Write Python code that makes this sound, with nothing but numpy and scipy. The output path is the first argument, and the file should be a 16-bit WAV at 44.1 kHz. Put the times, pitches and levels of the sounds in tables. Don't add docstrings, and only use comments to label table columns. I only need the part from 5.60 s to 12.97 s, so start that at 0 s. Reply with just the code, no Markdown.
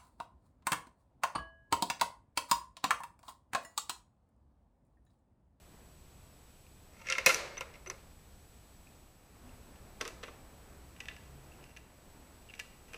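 import sys
import numpy as np
from scipy import signal
from scipy.fft import rfft, irfft, next_fast_len
from scipy.io import wavfile
from scipy.ndimage import map_coordinates

SR = 44100
rng = np.random.default_rng(int(sys.argv[2]) if len(sys.argv) > 2 else 0)


def bounce(signal):
    frames = np.transpose(np.atleast_2d(signal))
    limited = np.clip(frames, -1, 1)
    pcm = np.round(limited * 32767).astype(np.int16)
    wavfile.write(sys.argv[1], SR, pcm)


def attenuation_scalar(level_db):
    decades = np.asarray(level_db, float) / 20
    return 10 ** decades


N = 325017


def unit(x):
    return x / np.sqrt(np.mean(x ** 2) + 1e-20)


def along(points, hz):
    f, value = np.transpose(points)
    return np.interp(np.log(hz + 1), np.log(f + 1), value)


def wobble(rate):
    knots = rng.standard_normal(int(N * rate / SR) + 4)
    return map_coordinates(knots, [np.arange(N) * rate / SR])


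def filtered(x, response):
    m = 2 * next_fast_len(len(x) // 2 + 2048)
    return irfft(rfft(x, m) * response(np.fft.rfftfreq(m, 1 / SR)), m)[:len(x)]


def add(track, s, sound):
    part = track[round(s * SR):][:len(sound)]
    part += sound[:len(part)]


def modes(table, scatter_db=0, spread=1):
    hz, width, db = (column[:, None] for column in np.transpose(table))
    gain = attenuation_scalar(db + scatter_db * rng.standard_normal(db.shape))

    def response(f):
        damping = f * width * spread
        power = (gain * damping) ** 2 / ((hz ** 2 - f ** 2) ** 2 + damping ** 2)
        above = 1 / (1 + (f / (1.13 * hz.max())) ** 6)
        below = 1 / (1 + (0.73 * hz.min() / (f + 1)) ** 6)
        cepstrum = irfft(np.log(power.sum(0) * above * below + 1e-12))
        cepstrum[0] /= 2
        cepstrum[len(f) - 1:] = 0
        return np.exp(rfft(cepstrum))
    return response


# f/Hz, level/dB
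CRACK = [(3000, -33), (7000, -1.5), (9000, 1), (11000, 2), (13000, -1), (15000, -6), (20000, -26.5)]


def knocks(contacts, hollow, wall, rim):
    direct, around = np.zeros(N), np.zeros(N)
    ms = np.arange(4096) * 1000 / SR
    click = 1.0 * (ms == ms[64])

    def crack(hz):
        return attenuation_scalar(along(CRACK, hz))

    for s, db, hollow_db, rim_db, crack_db, contact_ms in contacts:
        u = ms / np.clip(contact_ms, .3, 12)
        force = rng.standard_normal(len(ms)) * (1 - np.exp(-u / 0.067)) * np.exp(-u)
        parts = [(hollow, hollow_db, 40), (wall, 0, 25), (rim, rim_db, 9), (None, crack_db, 3)]
        for table, part_db, first_ms in parts:
            felt = force * np.exp(-ms / first_ms)
            body = crack if table is None else modes(table, scatter_db=1.0)
            ring = filtered(felt, body)
            ring = attenuation_scalar(db + part_db) * ring / np.abs(ring).max()
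            blurred = filtered(click, crack if table is None else modes(table, spread=4))
            add(direct, s, ring)
            add(around, s, unit(blurred) * np.std(ring))
    return np.array([direct, around])


def touched(kind, rows):
    hollow_db, rim_db, crack_db, grows = kind
    return [(s, db, hollow_db, rim_db + hard_db, crack_db + grows * hard_db, ms)
            for s, db, hard_db, ms in rows]


# t/s, landing level/dB, hardness/dB
ROCKS = [
    (1.970, -30, 0),
    (2.261, -34.5, 3),
]
# delay t/s, level/dB, hardness/dB, contact time/ms
ONE_ROCK = [
    (0, -7.5, 0, 7),
    (.009, -8.5, -7, 14),
    (.038, 0, 5.5, 5),
    (.047, -10, -3, 7.5),
]


def rocking():
    return [(s + delay, db + part_db, hard_db + part_hard_db, ms)
            for s, db, hard_db in ROCKS
            for delay, part_db, part_hard_db, ms in ONE_ROCK]


# f/Hz, width/Hz, level/dB
SIDE_HOLLOW = [(161, 49.7, -14), (412, 46, -7), (533, 40, 0.5), (649, 55, -8), (815, 1000, -21),
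               (1040, 87, -2.5), (1235, 43, -3), (1382, 35, 0.5)]
SIDE_WALL = [(1750, 89, -5), (1970, 65, -5), (2140, 120, 5), (2520, 70, 0), (2707, 110, -1),
             (2500, 1000, -17), (3550, 200, -14.5)]
SIDE_RIM = [(4170, 300, -10), (4840, 210, -6), (5300, 178, -3), (5660, 3800, -10.5), (5820, 260, 2),
            (6590, 370, -7.5)]
# t/s, wall peak level/dB, hardness/dB, contact time/ms
DRAGS = [(1.468, -33.5, 0.5, 12), (1.486, -27, -1, 5.8), (1.492, -32.5, -3, 4), (1.500, -25, 9, 2.2),
         (1.508, -28, -3, 8), (1.523, -20.5, 7, 5), (1.551, -27, -3, 5), (2.138, -49, 2, 11),
         (2.155, -47.5, 0, 6), (2.342, -52, 3, 3.2)]
# t/s, wall peak level/dB, hardness/dB, contact time/ms
BLOWS = [
    (1.366, -53.5, -7, 7.6),
    (1.459, -44, -6, 4),
    (1.582, -22, -3, 4.7),
    (1.591, -30.5, -7, 4.9),
    (1.6612, -5, 5, 4.2),
    (1.670, -17.5, -1, 3.6),
    (1.691, -22, 3, 7.2),
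    (1.702, -21, -2, 7.2),
    (1.744, -25, 6, 4.9),
]


def side_knocks():
    # hollow/dB, rim/dB, crack/dB, crack gained per dB of hardness
    drag, blow, rock = (-22.5, -8, -29, 1.2), (-10, -4.5, -13.5, 1.73), (-4.5, -9.5, -22, 2)
    contacts = touched(drag, DRAGS) + touched(blow, BLOWS) + touched(rock, rocking())
    return knocks(contacts, SIDE_HOLLOW, SIDE_WALL, SIDE_RIM)


# f/Hz, width/Hz, level/dB
END_HOLLOW = [(290, 46, 1.5), (460, 90, 3), (620, 71, -4.5), (810, 1200, -9), (1084, 74, 0.5),
              (1250, 120, 0), (1540, 37, 2.5)]
END_RIM = [(4050, 71, -8.5), (5060, 160, 1.5), (5000, 6900, -9.5), (5730, 570, 0), (5980, 230, 4.5),
           (6860, 560, -13)]
FOOT = [(1510, 120, -4), (2050, 160, 5.5), (2580, 110, 5), (2900, 1000, -3.5), (2980, 300, -9),
        (3480, 470, -3.5)]
# t/s, wall peak level/dB, hardness/dB, contact time/ms
THUDS = [
    (4.404, -48, -4, 8.1),
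    (4.421, -43.5, 4, 7.6),
    (4.456, -42, -2, 5.9),
    (4.630, -42, 0, 6),
    (4.680, -46, -2, 14),
]
# t/s, wall peak level/dB, hardness/dB, contact time/ms
LANDINGS = [
    (4.410, -27, -2, 3.2),
    (4.413, -27.5, 1, 3),
    (4.452, -35, 2.5, 1.5),
    (4.477, -36, 6.5, 3.5),
    (4.635, -34.5, -6, 6),
]


def foot_knocks():
    # hollow/dB, rim/dB, crack/dB, crack gained per dB of hardness
    thud, landing = (3.5, -6, -27, 1.1), (-6.5, -2.5, -14.5, 2.1)
    return knocks(touched(thud, THUDS) + touched(landing, LANDINGS), END_HOLLOW, FOOT, END_RIM)


# f/Hz, width/Hz, level/dB
END_WALL = [(1715, 57, -4), (1972, 40, 0), (2280, 88, -5.5), (2500, 83, -1), (2750, 170, 0),
            (2500, 1500, -18), (3580, 200, -29)]
# t/s, wall peak level/dB, hardness/dB, contact time/ms
CLAWS = [(4.157, -54.5, 0, 3), (5.363, -49, -2, 3.3), (5.403, -33.5, 1.5, 5.8), (5.456, -39.5, 3, 1.5),
         (5.484, -29.5, -1.5, 3.4), (5.510, -46, -8, 6), (5.564, -45.5, 4, 4.4), (6.040, -44, 2, 2.6),
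         (6.164, -44, 1, 3.4), (6.170, -40, 3.5, 2.9), (6.899, -50, 0, 4), (6.938, -37, -4, 1.7),
         (6.951, -50, 7, 6), (6.979, -49, -1, 4), (6.997, -29.5, 4, 3.4)]
# t/s, wall peak level/dB, hardness/dB, contact time/ms
BUMPS = [
    (6.993, -37, 2.5, 3),
    (7.333, -39, 1.5, 3.7),
    (7.343, -34.5, -3, 3.4),
]


def claw_knocks():
    # hollow/dB, rim/dB, crack/dB, crack gained per dB of hardness
    claw, bump = (-23, -9, -18, 1.5), (-8, -8.5, -11.5, 1.6)
    return knocks(touched(claw, CLAWS) + touched(bump, BUMPS), END_HOLLOW, END_WALL, END_RIM)


def swells(rows, unsteady):
    track, t = np.zeros(N), np.arange(SR // 2) / SR
    for s, db, hz, swell_ms in rows:
        u = t * 1000 / swell_ms
        drift = np.cumsum(rng.standard_normal(len(t))) * unsteady
        swell = (u * np.exp(1 - u)) ** 2
        add(track, s, attenuation_scalar(db) * swell * np.sin(2 * np.pi * hz * t + drift))
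    return track


# t/s, peak level/dB, f/Hz, swell time/ms
SUNG = [(1.492, -36, 1380, 16.4), (1.553, -38.5, 1368, 4.7), (1.49, -45, 528, 26), (1.582, -41, 535, 13.4),
        (1.662, -11.5, 2510, 4.9), (1.668, -20, 2150, 3.6), (1.696, -24.5, 2133, 5.5),
        (1.670, -27, 520, 6.5), (1.690, -26, 1380, 7.4), (2.272, -47, 382, 8.3), (2.300, -48.5, 375, 7),
        (1.661, -33, 165, 6)]


def singing_door():
    return swells(SUNG, unsteady=0.019)


# t/s, peak level/dB, f/Hz, swell time/ms
SQUEAKS = [
    (1.976, -35.5, 6030, 3.9),
    (2.271, -41.5, 6050, 4),
    (2.299, -32, 6050, 1.65),
    (1.744, -27, 5950, 2.3),
]


def squeaking_pivot():
    return swells(SQUEAKS, unsteady=.045)


# t/s, peak level/dB, f/Hz, swell time/ms
TAPS = [(1.066, -55.5, 2600, 1.2), (3.270, -52, 2470, 1.8), (3.892, -54.5, 2710, 1.6),
        (5.918, -52.5, 2730, 2.6), (5.937, -57, 2750, 1.4), (6.010, -58, 2900, 1.8),
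        (6.112, -59, 2750, 2.7), (6.889, -49, 2750, 1.6), (6.897, -47, 2790, 1.8), (6.905, -47, 2700, 1.6)]


def claw_taps():
    return swells(TAPS, unsteady=.09)


# t/s, peak level/dB, f/Hz, swell time/ms
RINGS = [
    (4.681, -50, 1200, 6),
    (4.64, -52, 2030, 10),
    (5.408, -55, 1985, 12),
    (5.49, -51, 1985, 18),
    (6.998, -47, 1730, 8),
]


def wall_rings():
    return swells(RINGS, unsteady=.05)


# start t/s, attack t/s, hold t/s, release t/s, level/dB
STROKES = [(1.329, 0.11, 0.012, 0.011, -58.5), (1.452, .015, 0.2, .01, -50.5), (1.47, 0.039, .01, .05, -51),
           (1.6, .05, .01, .01, -49.5), (4.42, 0.046, 0.009, 0.057, -53.5), (4.61, .04, .02, .12, -59.5),
           (5.35, .09, .08, 0.29, -65.5), (5.797, 0.24, .05, 0.41, -71), (6.82, 0.16, 0.053, .06, -66),
           (7.25, 0.053, 0.11, .01, -63.5)]


def strokes():
    t, gain, edge_db = np.arange(N) / SR, np.zeros(N), -16
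    for *times, db in STROKES:
        start, *spans = times
        corners = np.cumsum([start, *np.abs(spans)])
        shape_db = np.interp(t, corners, [edge_db, 0, 0, edge_db], left=-150, right=-150)
        gain += attenuation_scalar(db + shape_db)
    return gain


def rubbing():
    grit = rng.standard_normal(N) * attenuation_scalar(3.4 * wobble(200) + 2.5 * wobble(30))

    def ring(hollow, wall, rim):
        walls = unit(filtered(grit, modes(wall)))
        air = attenuation_scalar(-4.5) * unit(filtered(grit, modes(hollow)))
        return walls + air + attenuation_scalar(-7.5) * unit(filtered(grit, modes(rim, spread=2.5)))

    from_side = ring(SIDE_HOLLOW, SIDE_WALL, SIDE_RIM)
    from_end = ring(END_HOLLOW, END_WALL, END_RIM)
    side_view = np.arange(N) < 3.6 * SR
    return strokes() * np.where(side_view, from_side, from_end)


# f/Hz, t60/s
BARN = [(150, 0.63), (500, 1), (2000, 0.73), (6000, 0.54), (12000, 0.3)]
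# f/Hz, level/dB
BARN_COLOUR = [(100, -8), (400, 3.5), (800, -2.5), (2000, -5.5), (3200, -5.5), (4200, 3), (5500, -6),
               (9000, 0), (14000, -1)]


def answer(x, delay, share):
    hz, t, z = signal.stft(rng.standard_normal(SR), SR, nperseg=256)
    colour_db = along(BARN_COLOUR, hz)[:, None]
    t60 = share * along(BARN, hz)[:, None]
    tail = signal.istft(z * attenuation_scalar(colour_db - 60 * t / t60), SR, nperseg=256)[1]
    late = np.pad(x, (round(delay * SR), 0))
    return signal.fftconvolve(late, tail / np.linalg.norm(tail))[:N]


# t/s, peak level/dB, f/Hz, swell time/ms
CREAKS = [
    (1.40, -59, 910, 20),
    (3.78, -58, 244.3, 75),
    (5.62, -57, 136.1, 140),
]


def creaking_timbers():
    return swells(CREAKS, unsteady=0.018)


# rumble level/dB, air level/dB, hiss level/dB, whine level/dB
STRETCHES = [
    (-60.5, -65.5, -71, -76),
    (-59.5, -61.5, -70, -75.5),
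    (-62, -63, -70.5, -75),
]


def faded():
    t = np.arange(N) / SR
    fade_starts, fade_s = [3.38, 6.0], 0.49
    into = [np.ones(N)] + [np.clip((t - s) / fade_s, 0, 1) for s in fade_starts] + [np.zeros(N)]
    share = -np.diff(into, axis=0)
    return np.sqrt(attenuation_scalar(np.transpose(STRETCHES)) ** 2 @ share ** 2)


def hush(spectrum):
    return unit(filtered(rng.standard_normal(N), lambda hz: attenuation_scalar(along(spectrum, hz))))


# f/Hz, level/dB per Hz
RUMBLE = [(8, -16.5), (25, 1), (45, -4.5), (63, 2), (85, -4.5), (110, -5.5), (165, -14.5), (250, -18.5),
          (400, -50), (600, -120)]
# f/Hz, level/dB per Hz
AIR = [(88, -21.5), (150, -2.5), (252, -5.5), (385, -7.5), (438, -8.5), (693, -9.5), (2500, -21),
       (3250, -47.5), (5500, -120)]
# f/Hz, level/dB per Hz
HISS = [(1200, -36), (2500, 1.5), (5000, -1), (7000, -2.5), (10500, -3.5), (11700, -3), (12600, -4),
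        (15000, -5.5), (17000, -4)]
# t/s, level/dB, width t/s
DRAUGHTS = [
    (3.9, 1.5, .08),
    (4.8, 2, 0.13),
    (6.0, 2.5, 0.087),
    (6.7, 0.9, .12),
]


def night():
    t = np.arange(N) / SR
    rumble, air, hiss, whine = faded()
    stir_db = sum(db * np.exp(-((t - s) / width) ** 2) for s, db, width in DRAUGHTS)
    rumble = rumble * attenuation_scalar(1.5 + .6 * stir_db + .8 * wobble(2.4)) * hush(RUMBLE)
    air = air * attenuation_scalar(1.5 + stir_db + 1.0 * wobble(6)) * hush(AIR)
    hiss = hiss * attenuation_scalar(4.5) * hush(HISS)
    whine = whine * attenuation_scalar(6) * np.sin(2 * np.pi * 7867.3 * t)
    return rumble + air + hiss + whine


def scene():
    side, side_around = side_knocks()
    foot, foot_around = foot_knocks()
    claws, claws_around = claw_knocks()
    sung = singing_door()
    trap = side + foot + claws + sung + rubbing() + claw_taps()
    around = side_around + foot_around + 0.91 * claws_around
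    stone = attenuation_scalar(-11) * answer(trap, delay=.003, share=.15)
    stone += attenuation_scalar(-15.0) * answer(around, delay=.003, share=.15)
    barn = attenuation_scalar(-11) * answer(side_around + .3 * sung, delay=.012, share=1.0)
    barn += attenuation_scalar(-10.5) * answer(foot_around + 0.95 * claws, delay=.012, share=1.0)
    near = trap + squeaking_pivot() + wall_rings()
    return (near + stone + barn + creaking_timbers() + night())[None]


def roll_off(x):
    return signal.sosfilt(signal.butter(12, 16430, fs=SR, output="sos"), x)


def record(dry):
    top_hz, edge_hz, full_level = 15400, 200, 0.18

    def below(hz):
        return np.clip((top_hz - hz) / edge_hz + .5, 0, 1)

    def edge(hz):
        return np.maximum(below(hz - edge_hz), attenuation_scalar(-11)) * (hz < 16400)

    heard = filtered(dry[0], below)
    clipped = heard / (1 + np.abs(heard / full_level) ** 8) ** (1 / 8)
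    mix = filtered(clipped, edge)[None]
    return roll_off(mix)


dry = scene()
out = record(dry)
bounce(out)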